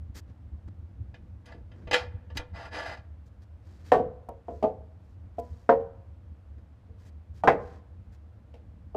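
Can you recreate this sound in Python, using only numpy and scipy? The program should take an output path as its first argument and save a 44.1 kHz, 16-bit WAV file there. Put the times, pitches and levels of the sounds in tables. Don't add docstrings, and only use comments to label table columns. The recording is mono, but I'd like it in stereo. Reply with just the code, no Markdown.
import sys
import numpy as np
from scipy import signal
from scipy.fft import rfft, irfft, next_fast_len
from scipy.io import wavfile
from scipy.ndimage import map_coordinates

SR = 44100
rng = np.random.default_rng(int(sys.argv[2]) if len(sys.argv) > 2 else 0)


def waveform_to_disk(signal):
    frames = np.transpose(np.atleast_2d(signal))
    scaled = np.clip(frames, -1, 1) * 32767
    samples = np.round(scaled).astype(np.int16)
    wavfile.write(sys.argv[1], SR, samples)


N = 395136
TIME = np.arange(N) / SR
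BAND_EDGES_HZ = np.geomspace(22, 17000, 30)
BAND_CENTRES_HZ = np.sqrt(BAND_EDGES_HZ[1:] * BAND_EDGES_HZ[:-1])


def from_db(db):
    return np.exp(np.asarray(db) * np.log(10) / 20)


def unit_rms(x):
    return x / np.sqrt(np.mean(x ** 2) + 1e-20)


def unit_onset(x):
    return x / np.sqrt(np.mean(x[:, :SR // 40] ** 2) + 1e-20)


def at_hz(table, hz):
    freq_hz, values = np.transpose(table)
    return np.interp(np.log(hz), np.log(freq_hz), values)


def butter(x, hz, kind="low", order=2):
    return signal.sosfilt(signal.butter(order, hz, kind, fs=SR, output="sos"), x)


def coloured(x, spectrum, tilt_db_per_oct=0):
    size = next_fast_len(x.shape[-1])
    hz = np.maximum(np.fft.rfftfreq(size, 1 / SR), 1)
    gain = from_db(at_hz(spectrum, hz) + tilt_db_per_oct * np.log2(hz))
    return unit_rms(irfft(rfft(x, size) * gain, size)[..., :x.shape[-1]])


def stereo(pair, correlation):
    mid, side = pair
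    return np.sqrt(1 + correlation) * mid + np.sqrt(1 - correlation) * side * [[1], [-1]]


def add(out, start_s, sound, pan_db):
    at = round(start_s * SR)
    panned = sound * from_db([[pan_db / 2], [-pan_db / 2]])
    out[:, at:at + sound.shape[1]] += panned[:, :N - at]


def wobble(cutoff_hz):
    return unit_rms(butter(rng.standard_normal(N), cutoff_hz))


def slips(size, per_s, spread_db):
    spread = from_db(spread_db * np.minimum(rng.exponential(1, (2, size)), 4))
    heights = spread * rng.standard_normal((2, size))
    caught = rng.random((2, size)) < per_s / SR
    return stereo(heights * caught, correlation=0.25)


# freq_hz, correlation
CORRELATION = [(100, 1), (250, 0.76), (600, 0.09), (2000, 0.23), (12000, 0.69)]


def noise_bands(size):
    white = rng.standard_normal((2, 2, size + SR // 10))
    bands = []
    for k, hz in enumerate(BAND_CENTRES_HZ):
        pair = butter(white[k % 2], BAND_EDGES_HZ[k:k + 2], "band")[:, -size:]
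        bands.append(stereo(pair, at_hz(CORRELATION, hz)))
    return np.array(bands)


def dense_modes(bands, spectrum, decay, t, t60_scale, crack_s, weight=1):
    hz = BAND_CENTRES_HZ[:, None]
    start = rng.integers(bands.shape[2] - len(t))
    t60_s = at_hz(decay, hz) * t60_scale
    envelopes = from_db(at_hz(spectrum, hz) - 60 * t / t60_s) * weight
    tail = np.einsum("bt,bct->ct", envelopes, bands[:, :, start:start + len(t)])
    crack = 1 + from_db(-2) * np.exp(-t / crack_s)
    return unit_onset(tail * crack)


# freq_hz, density_db
HUM_SPECTRUM = [(13, -61), (22, -32.5), (32, -26.5), (41, -13), (56, -5), (76, 5), (105, -2.5), (121, -11),
                (140, -18.5), (192, -14.5), (225, -20.5), (327, -29), (350, -28), (460, -60.5), (770, -120)]


def machine_hum(level_db=-47.5, throb_db=2.42, early_boost_db=4.5, eased_by_s=3.3, ease_s=0.93):
    throb = wobble(cutoff_hz=8.7)
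    early = np.clip((eased_by_s - TIME) / ease_s, 0, 1)
    hum = coloured(stereo(rng.standard_normal((2, N)), correlation=0.98), HUM_SPECTRUM)
    return from_db(level_db + early_boost_db * early + throb_db * throb) * hum


# freq_hz, density_db
AIR_SPECTRUM = [(150, -30.5), (250, -3.5), (341, -7), (385, -14.5), (474, -8), (593, -10.5), (1220, -19),
                (1460, -20.5), (2200, -26.5), (6000, -39.5), (15500, -51)]


def open_air(level_db=-63.5):
    noise = stereo(rng.standard_normal((2, N)), correlation=0.1)
    return from_db(level_db) * coloured(noise, AIR_SPECTRUM)


# freq_hz, density_db
SCUFF_SPECTRUM = [(150, -2), (300, 4.5), (600, -4), (1100, -4.5), (1700, 0.5), (2600, -5.5), (4800, -3),
                  (7000, -7), (10000, -13.5), (15000, -16)]
# start_s, length_s, level_db, tilt_db_per_oct
BOOT_STEPS = [(0.14, .07, -47.5, -0.1), (0.263, 0.068, -56.5, -6.5), (0.675, 0.018, -47, -6.5)]
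# start_s, length_s, level_db, tilt_db_per_oct
RUBS = [(1.71, 0.2, -55, -7), (2.345, 0.044, -43, -5), (3.253, .04, -72.5, 1), (3.41, .04, -63.5, -2.5),
        (3.584, .35, -63.5, -3), (3.833, .1, -56, -2), (4.42, 0.32, -69, -2), (4.98, 0.22, -79, -1),
        (5.3, .45, -67.5, -2), (5.386, .018, -54, 5.5), (6.577, .025, -59.5, -6.5), (6.962, .15, -65, -2.5),
        (7.04, 0.069, -63.5, -1.5), (7.33, .1, -63, -2), (7.55, 0.28, -53, -5.5),
        (8.108, .065, -67.5, -1.5)]


def scuffs(strokes, pan_db):
    out = np.zeros((2, N))
    for start_s, length_s, level_db, tilt in strokes:
        size = round(length_s * SR)
        grains = coloured(slips(SR // 2, per_s=3400, spread_db=1), SCUFF_SPECTRUM, tilt)
        grains = unit_rms(butter(grains, 170, "high")[:, -size:])
        add(out, start_s, from_db(level_db) * grains * signal.windows.tukey(size, 0.7), pan_db)
    return out


# freq_hz, nominal_width_hz, level_db
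CLAMP_MODES = [(310.4, 38, -10.5), (495, 13, 6), (664.4, 60, -1), (911, 36, 1), (1172, 35, -4.5),
               (1400, 20, -2), (1720, 55, 0), (1910, 31, -5.5), (2010, 28, 0), (2447, 23, -1),
               (3040, 100, -6.5), (3158, 45, -10), (3440, 33, -13.5), (3850, 28, -10), (4370, 20, -17),
               (4540, 81, -12), (4865, 100, -11), (5040, 70, -15.5), (6270, 110, -15.5), (6660, 40, -22),
               (7610, 72, -19.5), (9300, 60, -28), (10500, 41, -27.5), (11100, 33, -36)]
# freq_hz, density_db
CLAMP_SPECTRUM = [(100, -17), (250, -15), (500, 2.5), (700, 2.5), (1100, -4.5), (1750, 5), (2250, 0),
                  (3000, -0.5), (5000, -12.5), (7000, -21.5), (10000, -33), (15000, -29)]
# freq_hz, nominal_t60_s
CLAMP_DECAY = [(200, 0.58), (520, 0.27), (800, 0.28), (2000, .18), (5000, 0.25), (14000, 0.022)]


def clamp_response(bands, narrowing=1.9):
    t = TIME[:SR // 2]
    hz, width_hz, level_db = np.transpose(CLAMP_MODES)[:, :, None]
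    envelopes = from_db(level_db) * width_hz * np.exp(-np.pi * width_hz / narrowing * t)
    phases = 2 * np.pi * (hz * t + rng.random((2, *hz.shape)))
    strong = (envelopes * np.sin(phases)).sum(1)
    weak = [dense_modes(bands, CLAMP_SPECTRUM, CLAMP_DECAY, t, t60_scale=0.82, crack_s=0.00057)[0]
            for side in "LR"]
    return unit_onset(strong) + np.array(weak)


# freq_hz, density_db
CHATTER_SPECTRUM = [(100, 0), (16000, 0)]
# start_s, level_db, tilt_db_per_oct, grip_db_per_s
CLANKS = [(1.14, -51, -1, 102), (1.456, -57, 5.5, -6), (1.713, -56, -3.5, 0.5), (1.870, -41.5, -4.5, 0),
          (1.91, -27, -1, 0), (1.929, -22.5, -0.5, -0.5), (1.938, -19.5, 0.13, 0), (2.299, -52, -4, -2),
          (2.369, -32.5, 5, 442), (2.392, -36.5, -3.5, -3)]


def clamp_clanks(response, chatter_peak_s=0.0034):
    out, t = np.zeros((2, N)), TIME[:response.shape[1]]
    rise = t[:SR // 16] / chatter_peak_s
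    swell = rise ** 2 * np.exp(-2 * rise)
    for start_s, level_db, tilt, grip_db_per_s in CLANKS:
        chatter = coloured(slips(len(swell), per_s=6200, spread_db=2.5), CHATTER_SPECTRUM, tilt)
        held = response * from_db(-max(grip_db_per_s, 0) * t)
        clank = unit_onset(signal.fftconvolve(held, chatter * swell, axes=1))
        add(out, start_s, from_db(level_db) * clank, pan_db=2)
    return out


# start_s, length_s, level_db
PUSHES = [(1.443, 0.081, -49), (1.948, 0.064, -37), (2.529, 0.14, -39), (2.712, 0.061, -33.5),
          (2.751, .2, -35.5)]


def push_force_db(attack_s=0.041, sag_db_per_s=21, release_db_per_s=277):
    force = 0
    for start_s, length_s, level_db in PUSHES:
        t = np.maximum(TIME - start_s, 0)
        fall_db = sag_db_per_s * t + release_db_per_s * np.maximum(t - length_s, 0)
        force = force + np.minimum(t / attack_s, 1) * from_db(level_db - fall_db)
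    return 20 * np.log10(force + 1e-9)


# freq_hz, gain_db
SLIDE_COLOUR = [(200, 1), (320, 2), (480, -1.5), (670, 4), (1000, 2.5), (1700, 1), (2500, -6.5),
                (3500, -7.5), (5000, -2), (6500, -7), (10000, -4), (15000, -6)]


def clamp_slide(response, judder_db=3, firm_push_db=-40):
    judder = from_db(judder_db * wobble(cutoff_hz=90))
    catches = slips(N, per_s=3300, spread_db=-1.5) * judder
    scrape = coloured(signal.fftconvolve(catches, response, axes=1)[:, :N], SLIDE_COLOUR)
    force_db = push_force_db()
    low = butter(scrape, 3500, order=1)
    high = (scrape - low) * from_db(0.32 * (force_db - firm_push_db))
    return from_db(force_db) * (low + high) * from_db([[1], [-1]])


def contact_gain(hz, cutoff_hz):
    return 1 / np.sqrt(1 + (hz / cutoff_hz) ** 13)


BOARD_MODES = { "first": [(234, -18.5, 0.54), (452, -1, 0.43), (500.5, -1.5, 0.52), (608, -29, 0.23),
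               (670, -1, 0.14), (722, -2.5, 0.28), (741, 6.5, 0.17), (930, -23, 0.73), (976, -25, 0.493),
               (1069, -27.5, 0.37), (1136, -9, 0.25), (1520, -19, 0.24), (1830, -8, 0.11),
               (2080, -14.5, 0.1), (2957, -22.5, 0.31)], "second": [(206, -28, 0.69), (234, -11, 0.13),
               (432, -2.5, 0.22), (638, -1.5, 0.18), (739, -12, 0.26), (770, -27, 0.64), (862, -10.5, 0.19),
               (1040, -49, 0.13), (1210, -17.5, 0.095)], "third": [(248.5, -5.5, 0.14), (461, 1.5, 0.38),
               (543, -0.5, 0.36), (655, -12.5, 0.29), (699, 6.5, 0.14), (780, -18.5, 0.67),
               (938, 2.5, 0.16), (1046, -22, 0.16), (1300, -19, 0.2), (1643, -28, 0.14),
               (1740, -38.5, 0.15), (1890, -26, 0.21), (2363, -25, 0.12)], "fourth": [(245, -12, 0.47),
               (316, -12, 0.18), (486, 0, 0.2), (440, 1, 0.14), (690, 7.5, 0.15), (800, -23.5, 0.7),
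               (990, -14.5, 0.72), (1410, -20.5, 0.042)], "top": [(187.5, -8, 1.4), (299, -8, 0.24),
               (468, -2, 0.61), (613, -23.5, 0.63), (687, 5, 0.19), (780, 3.5, 0.17), (730, -19.5, 0.99),
               (844, -2.5, 0.33), (906, 4.5, 0.047), (996, -23, 0.2), (1200, -7, 0.13), (1202, -16, 0.54),
               (1284, -7, 0.26), (1260, -18, 0.18), (1470, -3.5, 0.16), (1800, -22.5, 0.27),
               (1854, 2, 0.061), (2884, -31, 0.25)], }


def board_ring(board, cutoff_hz, t, t60_scale, scatter_rad=0.18):
    hz, level_db, nominal_t60_s = np.transpose(BOARD_MODES[board])[:, :, None]
    jitter_db, skew = rng.standard_normal((len(hz), 2, 1)).swapaxes(0, 1)
    t60_s = np.minimum(nominal_t60_s, 0.5) * t60_scale
    envelopes = from_db(level_db + jitter_db - 60 * t / t60_s) * contact_gain(hz, cutoff_hz)
    phases = 2 * np.pi * (hz * t + rng.random(hz.shape))
    sides = [(envelopes * np.sin(phases + side * scatter_rad * skew)).sum(0) for side in (1, -1)]
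    return unit_onset(np.array(sides))


# freq_hz, density_db
GRIT_SPECTRUM = [(700, -29.5), (1500, -6.5), (2200, 4), (3000, 4), (3800, -3.5), (4600, -6.5),
                 (7000, -15.5), (10000, -21), (15000, -27.5)]


def grit(t, t60_s=0.17, crack_s=0.0031):
    crackle = coloured(slips(len(t), per_s=6000, spread_db=-3), GRIT_SPECTRUM)
    crack = 1 + 1.3 * np.exp(-t / crack_s)
    return unit_onset(crackle * from_db(-60 * t / t60_s) * crack)


# start_s, level_db, board, contact_hz, weak_modes_db, grit_db, rattle_s, pan_db
LANDINGS = [ (1.546, -49.5, "fourth", 400, 9.5, -28.5, 0.01, -6),
            (3.918, -11.5, "first", 1460, -1, -24.5, 0.09, 1),
            (4.287, -37, "third", 1000, 0.5, -36.5, 0.01, 2.5),
            (4.483, -33, "fourth", 850, -2.5, -37, 0.065, 1),
            (4.626, -25, "second", 824, -5, -24.5, 0.01, 1),
            (4.639, -19, "second", 807, -6, -49.5, 0.01, -0.5),
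            (5.383, -30, "fourth", 800, -10.5, -35.5, 0.01, 0),
            (5.691, -11.5, "third", 1650, -3.5, -44.5, 0.04, 0.5),
            (5.803, -45, "third", 334, -24, -31, 0.01, 14),
            (6.891, -60.5, "first", 250, -9.5, -35, 0.01, -1),
            (7.436, -21, "top", 800, -2.5, -26.5, 0.01, 4),
            (7.474, -11, "top", 3000, 13.5, -33.5, 0.01, 1.5),
            (7.478, -16, "top", 2500, 1, -37, 0.01, -2.5), (8.540, -51.5, "top", 670, 5.5, -10, 0.01, 2),
            (8.947, -30, "second", 831, -10, -35, 0.01, -3), ]


def board_blows(bounce_s=0.026, rebound_db=-5.5, loss_db=3):
    for start_s, level_db, board, contact_hz, weak_db, grit_db, rattle_s, pan_db in LANDINGS:
        yield start_s, level_db, board, contact_hz, weak_db, grit_db, pan_db
        for k in range(1, int(rattle_s / bounce_s) + 1):
            softening = 0.7 ** k
            yield (start_s + k * bounce_s, level_db + rebound_db - k * loss_db, board,
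                   contact_hz * softening, weak_db, grit_db + 40 * np.log10(softening), pan_db)


# freq_hz, density_db
WOOD_SPECTRUM = [(70, -19.5), (130, -14.5), (190, -10), (300, -0.5), (380, -8), (480, 3.5), (1000, 4),
                 (1450, -1.5), (2000, -8), (2350, -16.5), (2900, -12.5), (3500, -27.5), (4300, -32.5),
                 (8000, -50), (15000, -49.5)]
# freq_hz, nominal_t60_s
WOOD_DECAY = [(100, 0.9), (250, 0.24), (500, 0.38), (750, 0.19), (1200, 0.077), (2000, 0.2), (5000, 0.053),
              (14000, 0.15)]


def board_clacks(bands, t60_scale=0.9, rise_s=0.001):
    out, t = np.zeros((2, N)), TIME[:SR * 2 // 5]
    attack = 1 - np.exp(-t / rise_s)
    for start_s, level_db, board, contact_hz, weak_db, grit_db, pan_db in board_blows():
        strong = board_ring(board, 2 * contact_hz, t, t60_scale)
        weight = contact_gain(BAND_CENTRES_HZ[:, None], contact_hz)
        weak = dense_modes(bands, WOOD_SPECTRUM, WOOD_DECAY, t, t60_scale, crack_s=0.0018, weight=weight)
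        clack = unit_onset(strong + from_db(weak_db) * weak) + from_db(grit_db) * grit(t)
        add(out, start_s, from_db(level_db) * clack * attack, pan_db)
    return out


def tick(start_s=4.291, level_db=-34):
    out = np.zeros((2, N))
    out[:, round(start_s * SR)] = from_db(level_db)
    return out


def bed_echo(x, lags_s=(0.0013, 0.0016), gain_db=-13):
    treble = butter(x, 2200, "high")
    delayed = [np.interp(TIME - lag_s, TIME, side) for side, lag_s in zip(treble, lags_s)]
    return from_db(gain_db) * np.array(delayed)


# freq_hz, t60_s, gain_db
BED_MODES = [(189, 0.46, -13.5), (296, 0.19, -10.5), (442, 0.7, -17), (484, 0.55, -8)]


def bed_ring(x):
    out = np.zeros_like(x)
    for hz, t60_s, gain_db in BED_MODES:
        q = np.pi * hz * t60_s / np.log(1000)
        out += from_db(gain_db) * signal.lfilter(*signal.iirpeak(hz, q, fs=SR), x)
    return out


def yard_reverb(x, t60_s=0.63, rise_s=0.03, cutoff_hz=1840, gain_db=-21.5):
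    t = TIME[:SR]
    tail = rng.standard_normal((2, SR)) * from_db(-60 * t / t60_s) * (1 - np.exp(-t / rise_s))
    tail = butter(tail / np.sqrt(np.sum(tail ** 2) / 2), cutoff_hz)
    return from_db(gain_db) * signal.fftconvolve(x, tail, axes=1)[:, :N]


def scene(right_lag_s=0.00015):
    bands = noise_bands(SR)
    steel = clamp_response(bands)
    work = board_clacks(bands) + clamp_clanks(steel) + clamp_slide(steel)
    work += scuffs(BOOT_STEPS, pan_db=2) + scuffs(RUBS, pan_db=4)
    work[1] = map_coordinates(work[1], [np.arange(N) - right_lag_s * SR], order=3)
    surroundings = bed_echo(work) + bed_ring(work) + yard_reverb(work)
    return work + surroundings + tick() + machine_hum() + open_air()


def record(dry, stopband_hz=16300):
    lowpass = signal.cheby2(14, 70, stopband_hz, fs=SR, output="sos")
    return signal.sosfilt(lowpass, np.clip(dry, -1, 1))


dry = scene()
out = record(dry)
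waveform_to_disk(out)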